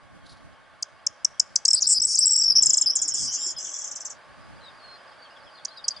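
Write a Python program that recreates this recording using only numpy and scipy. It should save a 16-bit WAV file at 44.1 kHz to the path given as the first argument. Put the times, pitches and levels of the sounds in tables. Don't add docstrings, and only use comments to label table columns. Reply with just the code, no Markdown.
import sys
import numpy as np
from scipy import signal
from scipy.fft import rfft, irfft
from scipy.io import wavfile
from scipy.ndimage import uniform_filter1d, map_coordinates

SR = 44100
rng = np.random.default_rng(int(sys.argv[2]) if len(sys.argv) > 2 else 0)


def inscribe(sig):
    pcm = np.round(np.clip(np.atleast_2d(sig).T, -1, 1) * 32767)
    wavfile.write(sys.argv[1], SR, pcm.astype(np.int16))


N = 264600
TIME = np.arange(N) / SR
OPPOSITE = np.array([[1], [-1]])
UPPER_VOICE_HZ = 6500


def from_db(db):
    return 10 ** (np.asarray(db) / 20)


def unit_power(x):
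    return x / np.sqrt(np.mean(x ** 2) + 1e-20)


def in_time(rows):
    times, *columns = np.transpose(rows)
    return [np.interp(TIME, times, column) for column in columns]


def drift(per_s, size):
    points = np.random.default_rng(rng.integers(1 << 30)).standard_normal(int(size * per_s / SR) + 4)
    return map_coordinates(points, [np.arange(size) * per_s / SR + 1], order=3, mode="nearest")


def noise(colour):
    hz, db = np.transpose(colour)
    bins = np.maximum(np.fft.rfftfreq(N, 1 / SR), 1)
    gain = from_db(np.interp(np.log(bins), np.log(hz), db))
    low_cut = bins / np.hypot(bins, hz[0] / 2)
    return unit_power(irfft(rfft(rng.standard_normal(N)) * gain * low_cut, N))


def add(track, start_s, sound):
    start = max(int(start_s * SR), 0)
    track[start:start + len(sound)] += sound[:max(N - start, 0)]


def progress(length_s):
    return np.linspace(0, 1, max(int(length_s * SR), 32))


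def series(start_s, gap_s, level_db, count, fade_db=0, slowing_s=0):
    k = np.arange(count)
    return np.column_stack([start_s + gap_s * k + slowing_s * k * (k - 1) / 2, level_db - fade_db * k])


def echoes(x, decay_s, per_s, width, first_s=.002):
    t = np.arange(SR // 2) / SR
    strengths = rng.standard_normal((2, len(t)))
    arrives = (rng.random(len(t)) < per_s / SR) & (t > first_s)
    patterns = strengths * arrives * from_db(-60 * t / decay_s)
    mid, side = [signal.fftconvolve(x, taps / np.sqrt(taps @ taps + 1e-20))[:N] for taps in patterns]
    return mid + width * side * OPPOSITE


def syrinx(hz, gain, waver=0.018, shimmer_db=1.37, octave_db=-27):
    size = len(hz)
    phase = 2 * np.pi * np.cumsum(hz * (1 + waver * drift(900, size))) / SR
    soft_ends = signal.windows.tukey(size, min(1, .0032 * SR / size))
    octave = from_db(octave_db) * (hz < SR / 4) * np.sin(2 * phase)
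    shimmer = from_db(shimmer_db * drift(500, size))
    return np.sqrt(2) * gain * soft_ends * shimmer * (np.sin(phase) + octave)


def repeat_note(rows, shape, length_s, waver=0.019):
    out = np.zeros(N)
    position, hz, db = np.transpose(shape)
    along = progress(length_s)
    pitch = uniform_filter1d(np.interp(along, position, hz), size=30)
    for s, level_db in rows:
        add(out, s, syrinx(pitch, from_db(level_db + np.interp(along, position, db)), waver))
    return out


def slides(rows, arch_db, bend_hz, waver):
    out = np.zeros(N)
    for s, length_s, start_hz, end_hz, level_db in rows:
        along = progress(length_s)
        arch = 1 / 6 - (2 * along - 1) ** 2
        pitch = start_hz + (end_hz - start_hz) * along + bend_hz * arch
        add(out, s, syrinx(pitch, from_db(level_db + arch_db * arch), waver))
    return out


def buzzes(rows, arch_hz=600, arch_db=6, full_swing_hz=480, slow_per_s=75, wander_hz=80):
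    out = np.zeros(N)
    for s, length_s, centre_hz, swing_hz, per_s, level_db in rows:
        along = progress(length_s)
        arch = 1 / 4 - (2 * along - 1) ** 2
        swell_db = 2 if centre_hz > UPPER_VOICE_HZ else 7.5
        flutter = 2 * np.pi * np.cumsum(per_s * (1 + .15 * drift(170, len(along)))) / SR
        rough = min(swing_hz / full_swing_hz, 1)
        depth = min(rough ** 2 + (slow_per_s / per_s) ** 2, 1)
        pulses = 1 + depth * np.cos(flutter + 0.28)
        flow = pulses * from_db(swell_db * along + arch_db * arch * (1.5 - rough))
        pitch = centre_hz + swing_hz * np.sqrt(rough) * np.sin(flutter) + arch_hz * arch * (1 - rough)
        pitch += wander_hz * rough * drift(110, len(along))
        add(out, s, syrinx(pitch, from_db(level_db) * unit_power(flow), waver=0.032 * rough ** 2))
    return out


def road(side_db=-10, whine_hz=2192, whine_db=-71):
    # t/s, relative level/dB
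    hum_levels = [(0.0, -55.5), (1.61, -54.5), (2.22, -62.5), (2.55, -55), (4.91, -50), (5.87, -52),
                  (5.9, -52)]
    # f/Hz, level/dB
    colour = [(60, -18.5), (440, -8.5), (560, 1.5), (690, 1), (750, -3.5), (880, 3.5), (970, -7),
              (1110, 5.5), (1300, -3), (1550, 2), (2100, -8.5), (4500, -17.5), (7000, -27.5)]
    level_db, = in_time(hum_levels)
    hum = noise(colour) + from_db(side_db) * noise(colour) * OPPOSITE
    whine = np.sqrt(2) * from_db(whine_db) * np.sin(2 * np.pi * whine_hz * TIME)
    return (from_db(level_db + 0.5) * hum + whine) * from_db(-.6 * OPPOSITE)


def wind(calm_db=-63.5, gust_s=.1, mid_db=-11):
    # t/s, peak level/dB
    gusts = [(.15, -54.5), (.45, -49), (2.0, -46), (2.57, -45.5), (3.22, -44), (4.5, -49)]
    # f/Hz, level/dB
    colour = [(25, -11), (100, -2.5), (300, -9), (700, -39)]
    strength = from_db(calm_db) + sum(from_db(db) * np.exp(-np.abs(TIME - s) / gust_s) for s, db in gusts)
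    swirls = noise(colour) * np.array([[.9], [-1.1]]) + from_db(mid_db) * noise(colour)
    bumps_db = 4 * drift(28, N)
    return strength * from_db(bumps_db) * swirls


def throb(level_db=-60, band_hz=(270, 380)):
    band = signal.butter(2, band_hz, "band", fs=SR, output="sos")
    hum = signal.sosfilt(band, rng.standard_normal((2, N)))
    swell = np.exp(-((TIME - 2.9) / 0.93) ** 4)
    return from_db(level_db) * unit_power(hum) * swell * np.abs(drift(33, N))


def wandering_whistle(centre_hz, wander_hz, turns_per_s, swell_db):
    gain = from_db(swell_db * np.tanh(drift(turns_per_s / 2, N)))
    whistle = syrinx(centre_hz + wander_hz * drift(turns_per_s, N), gain)
    return echoes(unit_power(whistle), decay_s=0.18, per_s=1100, width=0.37)


def far_twitter(rise_db_per_s=2.5):
    level_db = -69 + rise_db_per_s * (TIME - TIME.mean())
    return from_db(level_db) * wandering_whistle(4750, wander_hz=259, turns_per_s=52, swell_db=4)


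def chatter():
    # t/s, level/dB
    levels = [(0, -71.5), (2.3, -71), (2.65, -54.5), (3.75, -54), (4.0, -72), (6, -65)]
    level_db, = in_time(levels)
    return from_db(level_db) * wandering_whistle(3250, wander_hz=190, turns_per_s=90, swell_db=10)


def far_birds(chirp_hz=3480, fall_hz=380):
    # t/s, length/s, start f/Hz, end f/Hz, bend/Hz, relative level/dB
    lark_notes = [(4.61, 0.09, 4180, 3660, 150, -52), (4.792, 0.18, 4396, 4130, -120, -55),
                  (5.217, 0.041, 4610, 4400, -120, -55), (5.534, 0.056, 4470, 4100, -59, -59),
                  (5.692, 0.059, 3970, 4510, 100, -57), (5.762, 0.045, 4100, 3620, -130, -51.5),
                  (5.944, 0.04, 3700, 3390, -54, -57)]
    # t/s, relative level/dB
    pips = [(5.68, -47), (5.771, -42.5), (5.840, -36), (5.905, -33), (5.963, -40.5)]
    # position, f/Hz, level/dB
    pip_shape = [(0, 5200, -11), (0.202, 4750, 4), (1, 4780, -13.5)]
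    whistles = sum(slides([(s, length_s, start_hz, end_hz, db)], arch_db=6, bend_hz=bend_hz, waver=0.011)
                   for s, length_s, start_hz, end_hz, bend_hz, db in lark_notes)
    run = series(start_s=5.245, gap_s=.11, level_db=-57.5, count=4)
    pitches = chirp_hz + 110 * rng.standard_normal(len(run))
    chirp_notes = [(s, .03, hz, hz - fall_hz, db) for (s, db), hz in zip(run, pitches)]
    chirps = slides(chirp_notes, arch_db=10, bend_hz=0, waver=0.024)
    calls = whistles + chirps + repeat_note(pips, pip_shape, length_s=0.015)
    return 0.9 * calls + 0.89 * echoes(calls, decay_s=0.058, per_s=1100, width=0.69)


def wing(peak_s=0.2835, rise_s=0.016, fall_s=0.056, level_db=-50.5, flutter_db=4):
    # f/Hz, level/dB
    feathers = [(2500, -30), (3600, -2), (4400, 1), (6000, -11.5), (8000, -19.5), (10000, -12)]
    since = TIME - peak_s
    stroke = np.exp(np.minimum(since / rise_s, -since / fall_s))
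    return from_db(level_db + flutter_db * drift(140, N)) * stroke * noise(feathers)


def ticks():
    # t/s, level/dB
    notes = [(.8238, -19.5), (1.0645, -15), (1.2455, -11.5), (1.3955, -10.5), (1.556, -10.5),
             (1.6505, -11.5), (5.6485, -22.5), (5.880, -15.5)]
    # position, f/Hz, level/dB
    shape = [(0, 8600, -7.5), (.18, 8050, -8.5), (.35, 6000, -1.5), (.5, 4900, 1), (0.662, 5720, -1),
             (.85, 6770, -4.5), (1, 6300, -4.5)]
    return repeat_note(notes, shape, length_s=.011, waver=0.041)


def jangle(under_hz=5420, under_swing_hz=340, under_db=-28.5, fade_db_per_s=5.5, slowest_per_s=150):
    # position, f/Hz, level/dB
    chip_shape = [(0, 8880, -15), (.16, 7960, -1), (.33, 6000, -10), (.48, 5160, -2), (.72, 5450, 2),
                  (1, 5300, -9.5)]
    # t/s, level/dB
    hook_notes = [(1.742, -13.5), (1.8705, -17), (2.016, -19.5), (2.049, -16), (2.187, -13.5)]
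    # position, f/Hz, level/dB
    hook_shape = [(0, 7260, -5), (.25, 7890, 1), (.55, 7650, -0.5), (1, 8696, -2.5)]
    # t/s, length/s, start f/Hz, end f/Hz, level/dB
    slide_notes = [(1.82, .014, 7240, 4580, -15), (1.866, 0.015, 4960, 5800, -20),
                   (1.999, 0.0097, 6190, 4880, -19), (2.018, 0.016, 5460, 5010, -19.5),
                   (2.034, 0.014, 6420, 4930, -20.5), (2.144, .0085, 5820, 4870, -18),
                   (2.152, 0.013, 8200, 4810, -18), (2.516, .014, 5030, 4990, -19),
                   (2.581, 0.018, 5530, 5290, -12.5), (2.859, 0.029, 5270, 4867, -16.5),
                   (2.897, 0.017, 4975, 5620, -17), (3.563, 0.034, 5080, 5040, -33.5)]
    # t/s, length/s, centre f/Hz, swing/Hz (small ones are narrowed), flutter/Hz, level/dB
    buzz_notes = [(1.75, .046, 4830, 312, 460, -25), (1.804, .017, 6120, 695, 250, -29),
                  (1.835, .028, 4830, 330, 480, -27), (1.887, 0.053, 8050, 590, 307, -17.5),
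                  (1.942, 0.046, 5040, 275, 420, -21), (2.068, 0.075, 7770, 1590, 430, -32),
                  (2.171, 0.02, 5410, 473.7, 280, -21.5), (2.202, .05, 5406, 311, 334, -18),
                  (2.552, 0.026, 5450, 317, 330, -13.5), (3.155, 0.11, 7130, 1130, 380, -31),
                  (3.264, 0.039, 5570, 410, 270, -27.5), (3.306, 0.059, 6270, 764, 400, -27.5),
                  (3.362, .15, 7290, 230, 68, -33.5)]
    high = [(s, length_s, per_s) for s, length_s, hz, _, per_s, _ in buzz_notes if hz > UPPER_VOICE_HZ]
    middle_s = np.mean([s for s, _, _ in high])
    under = []
    for s, length_s, per_s in high:
        db = under_db - fade_db_per_s * (s - middle_s)
        under.append((s, length_s, under_hz, under_swing_hz, max(per_s, slowest_per_s), db))
    chip_notes = series(start_s=1.679, gap_s=0.02555, level_db=-11.5, count=3)
    chips = repeat_note(chip_notes, chip_shape, length_s=.0128)
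    hooks = repeat_note(hook_notes, hook_shape, length_s=0.01188)
    glides = slides(slide_notes, arch_db=3.5, bend_hz=-450, waver=0.012)
    return chips + hooks + glides + buzzes(buzz_notes) + buzzes(under)


def warble(length_s=.018, centre_hz=5410, uneven_hz=80, flutter_per_s=410):
    notes = series(start_s=2.2665, gap_s=.0208, level_db=-23.5, fade_db=-0.67, count=12)
    swings = np.linspace(230, 140, len(notes))
    chance = rng.standard_normal((len(notes), 2))
    rows = [(s, length_s, centre_hz + uneven_hz * higher, swing * from_db(2 * wider), flutter_per_s, db)
            for (s, db), swing, (higher, wider) in zip(notes, swings, chance)]
    return buzzes(rows, arch_hz=750, arch_db=5.5)


def tinkles(length_s=.0095, first_hz=7790, fall_hz=150, sink_hz_per_s=1240):
    # t/s, gap/s, level/dB, fade per note/dB, count
    groups = [(2.255, 0.01, -15, 0.5, 3), (2.306, .0118, -18, -0.5, 3), (2.360, .024, -16, 3, 4)]
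    first_s = groups[0][0]
    notes = []
    for start_s, gap_s, level_db, fade_db, count in groups:
        for s, db in series(start_s, gap_s, level_db, round(count), fade_db):
            hz = first_hz - sink_hz_per_s * (s - first_s)
            notes.append((s, length_s, hz, hz - fall_hz, db))
    return slides(notes, arch_db=3.5, bend_hz=-300, waver=.019)


def clinks(early_s=0.011, lead_length_s=0.018, lead_db=-24, lead_fade_db=5.5):
    # position, f/Hz, level/dB
    upper_shape = [(0, 8650, -10), (.15, 7960, -5.5), (.38, 7400, 1), (1, 6920, -11)]
    # position, f/Hz, level/dB
    lower_shape = [(.42, 7200, -34), (.5, 6820, 0), (.6, 5300, -2), (.78, 5250, -2.5), (1, 5260, -17)]
    notes = series(start_s=2.622, gap_s=.035, level_db=-12, fade_db=0.56, slowing_s=.0013, count=6)
    lead_notes = [(s - early_s, lead_length_s, 5800, 4950, lead_db - lead_fade_db * k)
                  for k, (s, _) in enumerate(notes)]
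    leads = slides(lead_notes, arch_db=5, bend_hz=-400, waver=0.026)
    upper = repeat_note(notes, upper_shape, length_s=0.01367)
    lower = repeat_note(notes, lower_shape, length_s=.021)
    return leads + upper + lower


def sweeps(start_s=2.953, gap_s=.0618, answer_s=0.0187, answer_hz=5450, swing=300, flutter_per_s=130):
    # position, f/Hz, level/dB
    shape = [(0, 9000, -7.5), (.13, 7930, -5.5), (.35, 7100, 0.5), (.7, 6700, -5.5), (1, 6240, -2.5)]
    long_notes = series(start_s, gap_s, level_db=-17, fade_db=1.5, count=4)
    quick_notes = series(start_s=3.462, gap_s=0.043, level_db=-25, fade_db=4.5, count=2)
    beats = series(start_s - gap_s / 2, gap_s / 2, level_db=-28, count=9)
    long_falls = repeat_note(long_notes, shape, length_s=0.021)
    quick_falls = repeat_note(quick_notes, shape, length_s=0.0104)
    answers = buzzes([(s, answer_s, answer_hz, swing, flutter_per_s, db) for s, db in beats])
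    return long_falls + quick_falls + answers


def trill(extra_gap_s=.01686, change_at_note=11.84, change_notes=.51, uneven_db=1.5):
    # position, f/Hz, level/dB
    shape = [(0, 8180, -30), (.2, 7850, -1), (.5, 7090, 3.5), (.75, 5700, 8.5), (1, 4860, -10.5)]
    s, db = series(start_s=3.5802, gap_s=.01939, level_db=-36.5, fade_db=-0.1027,
                   slowing_s=.00079, count=18).T
    slowed = 1 / (1 + np.exp((change_at_note - np.arange(len(s))) / change_notes))
    late_s = extra_gap_s * (np.cumsum(slowed) - slowed)
    levels_db = db + uneven_db * rng.standard_normal(len(s))
    return repeat_note(zip(s + late_s, levels_db), shape, length_s=0.014)


def rasp(song, below_song_db=34):
    effort = np.sqrt(np.abs(uniform_filter1d(song ** 2, size=200)))
    hiss = noise([(1500, -7), (3300, -2), (4200, -3), (6000, 2.5), (10000, -16.5)])
    return from_db(-below_song_db) * effort * hiss


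def bunting(beak_hz=3900, field_db=-34):
    # t/s, near echoes over direct sound/dB, left over right/dB
    head_turn = [(1.2, -27.5, 1.5), (1.9, -12.5, 2.5), (2.8, -13, 2), (3.1, -4.5, 1), (4.1, 0, 2),
                 (5.6, -25.5, -2.5)]
    song = ticks() + jangle() + warble() + tinkles() + clinks() + sweeps() + trill()
    beak = signal.butter(2, beak_hz, "high", fs=SR, output="sos")
    song = signal.sosfilt(beak, song)
    song += rasp(song)
    echo_db, pan_db = in_time(head_turn)
    direct = song / np.hypot(1, from_db(echo_db))
    near = echoes(direct * from_db(echo_db), decay_s=0.1, per_s=1600, width=0.63)
    field = from_db(field_db) * echoes(song, decay_s=0.54, per_s=811, width=0.58)
    return (direct + near + field) * from_db(OPPOSITE * pan_db / 2)


def scene():
    return bunting() + wing() + far_birds() + chatter() + far_twitter() + road() + wind() + throb()


def record(dry, cutoff_hz=10450):
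    return signal.sosfilt(signal.ellip(10, .2, 70, cutoff_hz, fs=SR, output="sos"), dry)


dry = scene()
out = record(dry)
inscribe(out)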